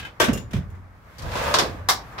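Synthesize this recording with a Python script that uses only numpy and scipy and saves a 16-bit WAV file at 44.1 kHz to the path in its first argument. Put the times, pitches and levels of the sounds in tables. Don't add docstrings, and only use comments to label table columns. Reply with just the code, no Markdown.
import sys
import numpy as np
from scipy import signal
from scipy.fft import rfft, irfft
from scipy.io import wavfile
from scipy.ndimage import uniform_filter1d

SR = 44100
rng = np.random.default_rng(int(sys.argv[2]) if len(sys.argv) > 2 else 0)


def wav_record(signal):
    frames = np.transpose(np.atleast_2d(signal))
    bounded = np.clip(frames, -1, 1)
    quanta = np.round(bounded * 32767).astype(np.int16)
    wavfile.write(sys.argv[1], SR, quanta)


def boost(x):
    u = np.asarray(x, float) / 20
    return 10 ** u


N = 97020

# (frequency [Hz], density [dB per Hz])
WASH_COLOUR = [(88, -56), (150, -13), (480, -11), (1150, -7), (2200, -16), (2900, -31.5), (6000, -35.5),
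               (16000, -60)]
# (time [s], level [dB])
WASH_RISE = [(0, -2), (0.45, 3), (0.9, 0.5), (1.8, 6), (2.07, 10), (2.2, 13.5)]
# (time [s], level [dB])
HISS_LEVEL = [(0, -80), (1.0, -75.5), (1.85, -78), (2.07, -88), (2.2, -82)]
# (time [s], level [dB])
SLEEVE_LEVEL = [(0, -62), (0.9, -71), (1.15, -56.5), (1.5, -36), (1.85, -62), (2.08, -54.5), (2.2, -55)]
# (frequency [Hz], density [dB per Hz])
SLEEVE_COLOUR = [(880, -53), (1500, 11), (9220, -12), (12700, -9), (15700, -11), (16500, -48)]
# (frequency [Hz], left-right likeness [0 to 1])
PORT_LIKENESS = [(30, 0.44), (80, 0.93), (250, 0.85), (550, 0.66), (1000, 0.14), (16000, 0)]
# (frequency [Hz], t60 [s])
CABIN_DECAY = [(100, 0.37), (500, 0.39), (1500, 0.21), (5000, 0.22), (9000, 0.16), (14000, 0.17)]

# (time [s], level [dB], brightness [dB per octave], ring [dB], left-right [dB])
RATTLE_HITS = [
    (-0.004, -38, -0.5, -8, 1.5),
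    (0.026, -45, -2.5, 3, -3.5),
    (0.048, -45.5, 0.5, 8, 5),
    (0.064, -46.5, -3.5, -5.5, -6),
]
# (frequency [Hz], density [dB per Hz])
RATTLE_SPECTRUM = [(180, -30), (300, -16.5), (3140, -9), (4390, -17.5), (13500, -31.5), (15700, -31),
                   (16500, -70.5)]
# (frequency [Hz], level [dB], t60 [s])
HELD_MODES = [(877, -10, .12), (1389, -4, .12), (1615, 0, .13), (2089, -5, .12), (2546, -4, .13),
              (3052, -3, .15), (3700, -12, .1), (4900, -16, .05), (6966, -18, .06)]
# (time [s], level [dB], brightness [dB per octave], ring [dB], left-right [dB])
LEG_CLANKS = [
    (0.199, -20.5, 2, 4.5, 3.5),
    (0.213, -24.5, -0.5, -9, -15),
    (0.228, -26, -1, -8.5, 8),
    (0.24, -28, 2, -23.5, 6.5),
    (0.282, -26.5, -3.5, -6.5, -2),
    (0.352, -37.5, -2.5, -17, -2.5),
    (0.507, -48.5, 1, -10.5, 0),
    (0.531, -35, 0, -23, -0.5),
    (0.562, -43.5, -0.5, -7, 0),
]
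# (frequency [Hz], density [dB per Hz])
LEG_SPECTRUM = [(60, -45), (120, -14), (550, -7), (780, -13.5), (1700, -9.5), (3500, -12.5), (4400, -21.5),
                (5600, -18), (16500, -35)]
# (frequency [Hz], level [dB], t60 [s])
TUBE_MODES = [(365, -3, 0.15), (496, -7.5, 0.18), (615, -8, 0.3), (680, -10, .15), (915, -7, 0.16),
              (1008, -9.5, 0.1), (1146, -10.5, 0.41), (1233, -12, .13), (1546, -1.5, 0.28),
              (1830, -4, 0.12), (3047, -16, 0.16), (3430, -7, .18), (5545, -12, .13), (6940, -19, .14)]
# (time [s], level [dB], brightness [dB per octave], ring [dB], left-right [dB])
COLLAR_TICKS = [
    (0.331, -36.5, 9.5, -0.5, -1.5),
    (0.374, -43, 3.5, -1, 6),
    (0.7, -67, 6.5, -10, 10),
    (0.75, -67, 2, -14, 2),
    (2.124, -59, 1.5, -19.5, 4),
]
# (frequency [Hz], level [dB], t60 [s])
COLLAR_MODES = [(2805, -1, 0.16), (4823, -14, .1), (5300, -9, 0.13), (6035, -18, .1), (6880, -5, .2),
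                (7010, -4, 0.22), (7900, -10, .06)]

# (time [s], level [dB], pitch [Hz], t60 [s], left-right [dB])
PANEL_BLOWS = [(0.201, -35.5, 119, 0.16, -2), (0.281, -29, 192, 0.02, -12), (0.2901, -20, 232, 0.03, -1),
               (0.294, -28, 228, 0.024, -10), (0.286, -33, 115, 0.071, -6.5), (0.304, -36, 205, 0.072, -9),
               (0.321, -27.5, 133, 0.022, -5), (0.35, -33, 201, 0.18, 1.5), (0.378, -38.5, 150, 0.064, -5),
               (0.398, -38, 194, 0.035, -9), (0.429, -36, 107, 0.12, 1), (0.534, -36, 95, 0.015, 1),
               (0.538, -24, 185, 0.057, -2.5), (0.55, -25, 114, 0.044, -5.5), (0.565, -30, 83.6, 0.02, -3),
               (0.581, -32, 141, .015, -4), (0.604, -35, 166, 0.05, -3), (0.632, -35, 75.7, 0.13, -1),
               (0.671, -37.5, 99, .1, -3.5), (0.723, -39.5, 92.1, 0.6, -0.5), (1.26, -44, 63, 0.081, -6),
               (1.62, -34.5, 357.5, 0.071, 5), (1.655, -37, 425, 0.17, -1), (1.69, -41.5, 243, 0.023, 0.5),
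               (1.704, -38.5, 100, 0.07, -5), (1.744, -42.5, 262, 0.027, -1), (1.776, -37, 81, 0.13, -1),
               (1.801, -40, 93, 0.54, -2)]
# (time [s], level [dB])
SWAY_LEVEL = [(0.0, -32.5), (0.16, -51), (0.21, -33), (0.26, -37), (0.29, -24), (0.5, -38), (0.541, -22),
              (0.58, -17.5), (0.609, -31.5), (0.94, -45), (1.17, -43), (1.25, -25), (1.35, -30.5),
              (1.5, -29), (1.62, -32.5), (2.17, -40), (2.2, -34)]
# (frequency [Hz], density [dB per Hz])
SWAY_SPECTRUM = [(20, -16), (45, 2), (110, -1), (200, -11.5), (400, -22.5), (1000, -57)]

# (time [s], level [dB], brightness [dB])
CRATE_PUSH = [(1.1, -72, 13), (1.233, -39.5, 1), (1.31, -37, 6), (1.36, -30.5, 7), (1.51, -26, 2.5),
              (1.538, -32.5, 4), (1.548, -24, -17.5), (1.634, -32, 13), (1.644, -39, 8.5),
              (1.849, -51.5, -8)]
# (frequency [Hz], density [dB per Hz])
SCRAPE_SPECTRUM = [(24, -29), (40, -16), (390, -8.5), (593, 2.5), (823, -6), (1140, -5), (12800, -38),
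                   (15300, -38.5), (16500, -59.5)]
# (frequency [Hz], width [Hz], level [dB])
CRATE_WALLS = [(640, 39, -13), (1070, 75, 3), (1126, 300, 1.5), (1570, 210, 1.5), (2040, 150, -9),
               (3600, 510, -8.5), (5200, 2300, -7), (5600, 360, -20)]
# (time [s], level [dB], brightness [dB per octave], chatter [s], left-right [dB])
CRATE_KNOCKS = [
    (1.183, -46.5, 6.5, 0.017, 3),
    (1.192, -45.5, 1.5, 0.0091, 0),
    (1.221, -47, 6.5, .01, 4),
    (1.316, -40.5, -1, 0.012, 8),
    (1.354, -30, -3, 0.011, 1),
    (1.384, -36, -2, .01, 2),
    (1.54, -16, 1, 0.033, 0.5),
    (1.5858, -17, 1.5, 0.028, -1),
    (1.621, -33.5, -7, 0.0035, -13),
]
# (frequency [Hz], density [dB per Hz])
KNOCK_SPECTRUM = [(88, -45.5), (150, -15), (669, -7), (2500, -13.5), (4690, -12), (13000, -33),
                  (15600, -38), (16500, -66.5)]
# (time [s], level [dB], brightness [dB per octave], chatter [s], left-right [dB])
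SOCKET_SLAPS = [
    (1.887, -15.5, 0.5, 0.018, 1.5),
    (1.895, -19.5, 2, 0.016, -1),
    (1.93, -49, -10, 0.016, -24),
]
# (frequency [Hz], density [dB per Hz])
SLAP_SPECTRUM = [(150, -27.5), (500, -12.5), (800, -10), (2150, -12), (2500, -20), (3200, -12.5),
                 (5700, -13.5), (16500, -26.5)]
# (frequency [Hz], width [Hz], level [dB])
SOCKET_BODY = [(786, 60, -2), (965, 93, 1), (1142, 70, 7), (1650, 250, -3.5), (2120, 80, -4),
               (3890, 340, -4), (4730, 190, -4), (5450, 250, -1)]
# (time [s], level [dB], brightness [dB per octave], chatter [s], left-right [dB])
MAT_PATS = [
    (2.181, -37, 0, .02, 1.5),
    (2.186, -34.5, -0.5, .02, 2.5),
]
# (frequency [Hz], density [dB per Hz])
PAT_SPECTRUM = [(200, -22), (1000, -2), (2500, -8), (5600, -14.5), (6500, -28), (16500, -38)]

WASH_DB = -53.5
LEG_CHATTER_S, LEG_RISE_S, TICK_RISE_S, KNOCK_RISE_S = 0.0083, 0.0042, 0.001, 0.00052
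PANEL_HOLD_TURNS, PANEL_RISE_S, PANEL_TAIL_DB = 1.73, 0.0032, -10
SLIPS_PER_S, SLIP_SPREAD_DB = 3000, 1
SCRAPE_RING_DB, SCRAPE_WET_DB, SCRAPE_PAN_DB = -5.5, -0.5, -1.5
LOW_HZ, EDGE_HZ = 37.4, 15900


def evened(x):
    return x / np.sqrt(np.mean(x ** 2) + 1e-20)


def struck(x):
    return x / np.sqrt(np.mean(x[:, :SR * 3 // 100] ** 2))


def over_time(points):
    s, value = np.transpose(points)
    return np.interp(np.arange(N) / SR, s, value)


def read(points, hz):
    f, value = np.transpose(points)
    return np.interp(np.log(hz + 1), np.log(f + 1), value)


def add(mix, s, sound, pan_db):
    at = round(s * SR)
    sound = sound[:, max(-at, 0):]
    part = mix[:, max(at, 0):][:, :sound.shape[-1]]
    panned = sound * boost(np.array([[pan_db / 2], [-pan_db / 2]]))
    part += panned[:, :part.shape[1]]


def likeness(hz):
    same = np.clip(read(PORT_LIKENESS, hz), 0, 1)
    return same, np.sqrt(1 - same ** 2)


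def paired(a, b):
    same, apart = likeness(np.fft.rfftfreq(len(a), 1 / SR))
    return np.array([a, irfft(same * rfft(a) + apart * rfft(b), len(a))])


def paired_noise(count):
    return paired(*rng.standard_normal((2, count)))


def coloured(x, colour, tilt_db=0):
    hz = abs(np.fft.fftfreq(4096, 1 / SR))
    tilt = tilt_db * np.log2((hz + 50) / 2000)
    log_gain = np.log(boost(read(colour, hz) + tilt))
    taps = np.fft.ifft(np.exp(np.conj(signal.hilbert(log_gain)))).real[:2048]
    return signal.fftconvolve(x, taps[None], axes=1)[:, :x.shape[1]]


def resonate(x, peaks):
    out = 0
    for hz, width, db in peaks:
        r = np.exp(-np.pi * width / SR)
        pole = r * np.exp(2j * np.pi * hz / SR)
        out = out + boost(db) * signal.lfilter([1 - r], [1, -pole], x).real
    return out


def cabin():
    hz, t, z = signal.stft(paired_noise(SR // 2), SR, nperseg=128)
    decay = boost(-60 * t / read(CABIN_DECAY, hz)[:, None])
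    tail = signal.istft(z * decay, SR, nperseg=128)[1]
    return tail / np.linalg.norm(tail[0])


def clack(hold, rise, colour, tilt_db):
    tail = coloured(cabin(), colour, tilt_db)
    t = np.arange(tail.shape[1]) / SR
    lumps = boost(0.44 * evened(uniform_filter1d(rng.standard_normal(len(t)), 60)))
    early = 1 + 0.45 * np.exp(-(t / hold) ** 2)
    return struck(tail * lumps * np.minimum(t / rise, 1) * early)


def air():
    swell = evened(uniform_filter1d(uniform_filter1d(rng.standard_normal(N), 3000), 3000))
    wash = evened(coloured(paired_noise(N), WASH_COLOUR))
    wash = wash * boost(WASH_DB + 1.9 * swell + over_time(WASH_RISE))
    hiss = boost(over_time(HISS_LEVEL)) * rng.standard_normal((2, N))
    rustle = evened(coloured(rng.standard_normal((2, N)), [(400, -38)] + list(SLEEVE_COLOUR)))
    rustle = rustle * boost(over_time(SLEEVE_LEVEL) + 0.85 * swell[::-1])
    return wash + hiss + rustle


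def rings(modes):
    t = np.arange(SR // 3) / SR
    wander = rng.standard_normal((2, len(modes), 2, len(t)))
    a, b = uniform_filter1d(uniform_filter1d(wander, 220, 3), 220, 3)
    phase = np.exp(2j * np.pi * rng.random((len(modes), 2, 1)))
    flutter = phase + 0.43 * (a + 1j * b) / np.std(a)
    same, apart = likeness(np.transpose(modes)[0])
    flutter[:, 1] = same[:, None] * flutter[:, 0] + apart[:, None] * flutter[:, 1]
    out = 0
    for (hz, db, t60), f in zip(modes, flutter):
        out = out + boost(db - 60 * t / t60) * (np.exp(2j * np.pi * hz * t) * f).real
    return struck(np.minimum(t / 0.0042, 1) * out)


def leg(mix):
    for rows, modes, colour, rise in (
            (RATTLE_HITS, HELD_MODES, RATTLE_SPECTRUM, LEG_RISE_S),
            (LEG_CLANKS, TUBE_MODES, LEG_SPECTRUM, LEG_RISE_S),
            (COLLAR_TICKS, COLLAR_MODES, LEG_SPECTRUM, TICK_RISE_S)):
        for s, db, tilt_db, ring_db, pan_db in rows:
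            add(mix, s, boost(db) * clack(LEG_CHATTER_S, rise, colour, tilt_db), pan_db)
            add(mix, s, boost(db + ring_db) * rings(modes), pan_db)
    return mix


def panel(mix):
    t = np.arange(SR // 4) / SR
    for s, db, hz, t60, pan_db in PANEL_BLOWS:
        decay = boost(-60 * np.maximum(t - PANEL_HOLD_TURNS / hz, 0) / t60)
        bend = np.sin(2 * np.pi * hz * t) * decay * np.minimum(t / PANEL_RISE_S, 1)
        bend = struck(bend[None])
        tail = signal.fftconvolve(bend, cabin(), axes=1)[:, :len(t)]
        tail = tail / np.linalg.norm(tail[0]) * np.linalg.norm(bend)
        add(mix, s, boost(db) * (bend + boost(PANEL_TAIL_DB) * tail), pan_db)
    sway = evened(coloured(paired_noise(N), SWAY_SPECTRUM))
    return mix + sway * boost(over_time(SWAY_LEVEL) - 5)


def scrape():
    s, level_db, bright_db = np.transpose(CRATE_PUSH)
    t = np.arange(N) / SR
    slips = (rng.random((2, N)) < SLIPS_PER_S / SR) * rng.standard_normal((2, N))
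    slips = slips * boost(SLIP_SPREAD_DB * np.minimum(rng.exponential(1, (2, N)), 3))
    x = evened(coloured(paired(*slips), SCRAPE_SPECTRUM))
    x = evened(x + boost(SCRAPE_RING_DB) * evened(resonate(x, CRATE_WALLS)))
    high = signal.sosfilt(signal.butter(2, 1800, "high", fs=SR, output="sos"), x)
    x = x + high * (boost(np.interp(t, s, bright_db)) - 1)
    x = x * boost(np.interp(t, s, level_db, -120, -120))
    x = x + boost(SCRAPE_WET_DB) * signal.fftconvolve(x, cabin(), axes=1)[:, :N]
    return x * boost(np.array([[SCRAPE_PAN_DB / 2], [-SCRAPE_PAN_DB / 2 - 0.5]]))


def knocks(mix):
    for rows, colour, body, ring_db in (
            (CRATE_KNOCKS, KNOCK_SPECTRUM, CRATE_WALLS, -3),
            (SOCKET_SLAPS, SLAP_SPECTRUM, SOCKET_BODY, -1),
            (MAT_PATS, PAT_SPECTRUM, SOCKET_BODY, -6)):
        for s, db, tilt_db, hold, pan_db in rows:
            hit = clack(hold, KNOCK_RISE_S, colour, tilt_db)
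            ring = struck(resonate(hit, body))
            add(mix, s, boost(db) * struck(hit + boost(ring_db) * ring), pan_db)
    return mix


def scene():
    mix = air() + scrape()
    return knocks(panel(leg(mix)))


def top_cut(x):
    return signal.sosfilt(signal.butter(12, 16870, fs=SR, output="sos"), x)


def record(dry):
    x = signal.sosfilt(signal.butter(4, LOW_HZ, "high", fs=SR, output="sos"), dry)
    x = x + resonate(x, [(11950, 790, -0.68)])
    edge = signal.ellip(8, 0.2, 50, EDGE_HZ, "high", fs=SR, output="sos")
    x = x - 0.93 * signal.sosfiltfilt(edge, x)
    return top_cut(0.87 * np.tanh(x / 0.9))


dry = scene()
out = record(dry)
wav_record(out)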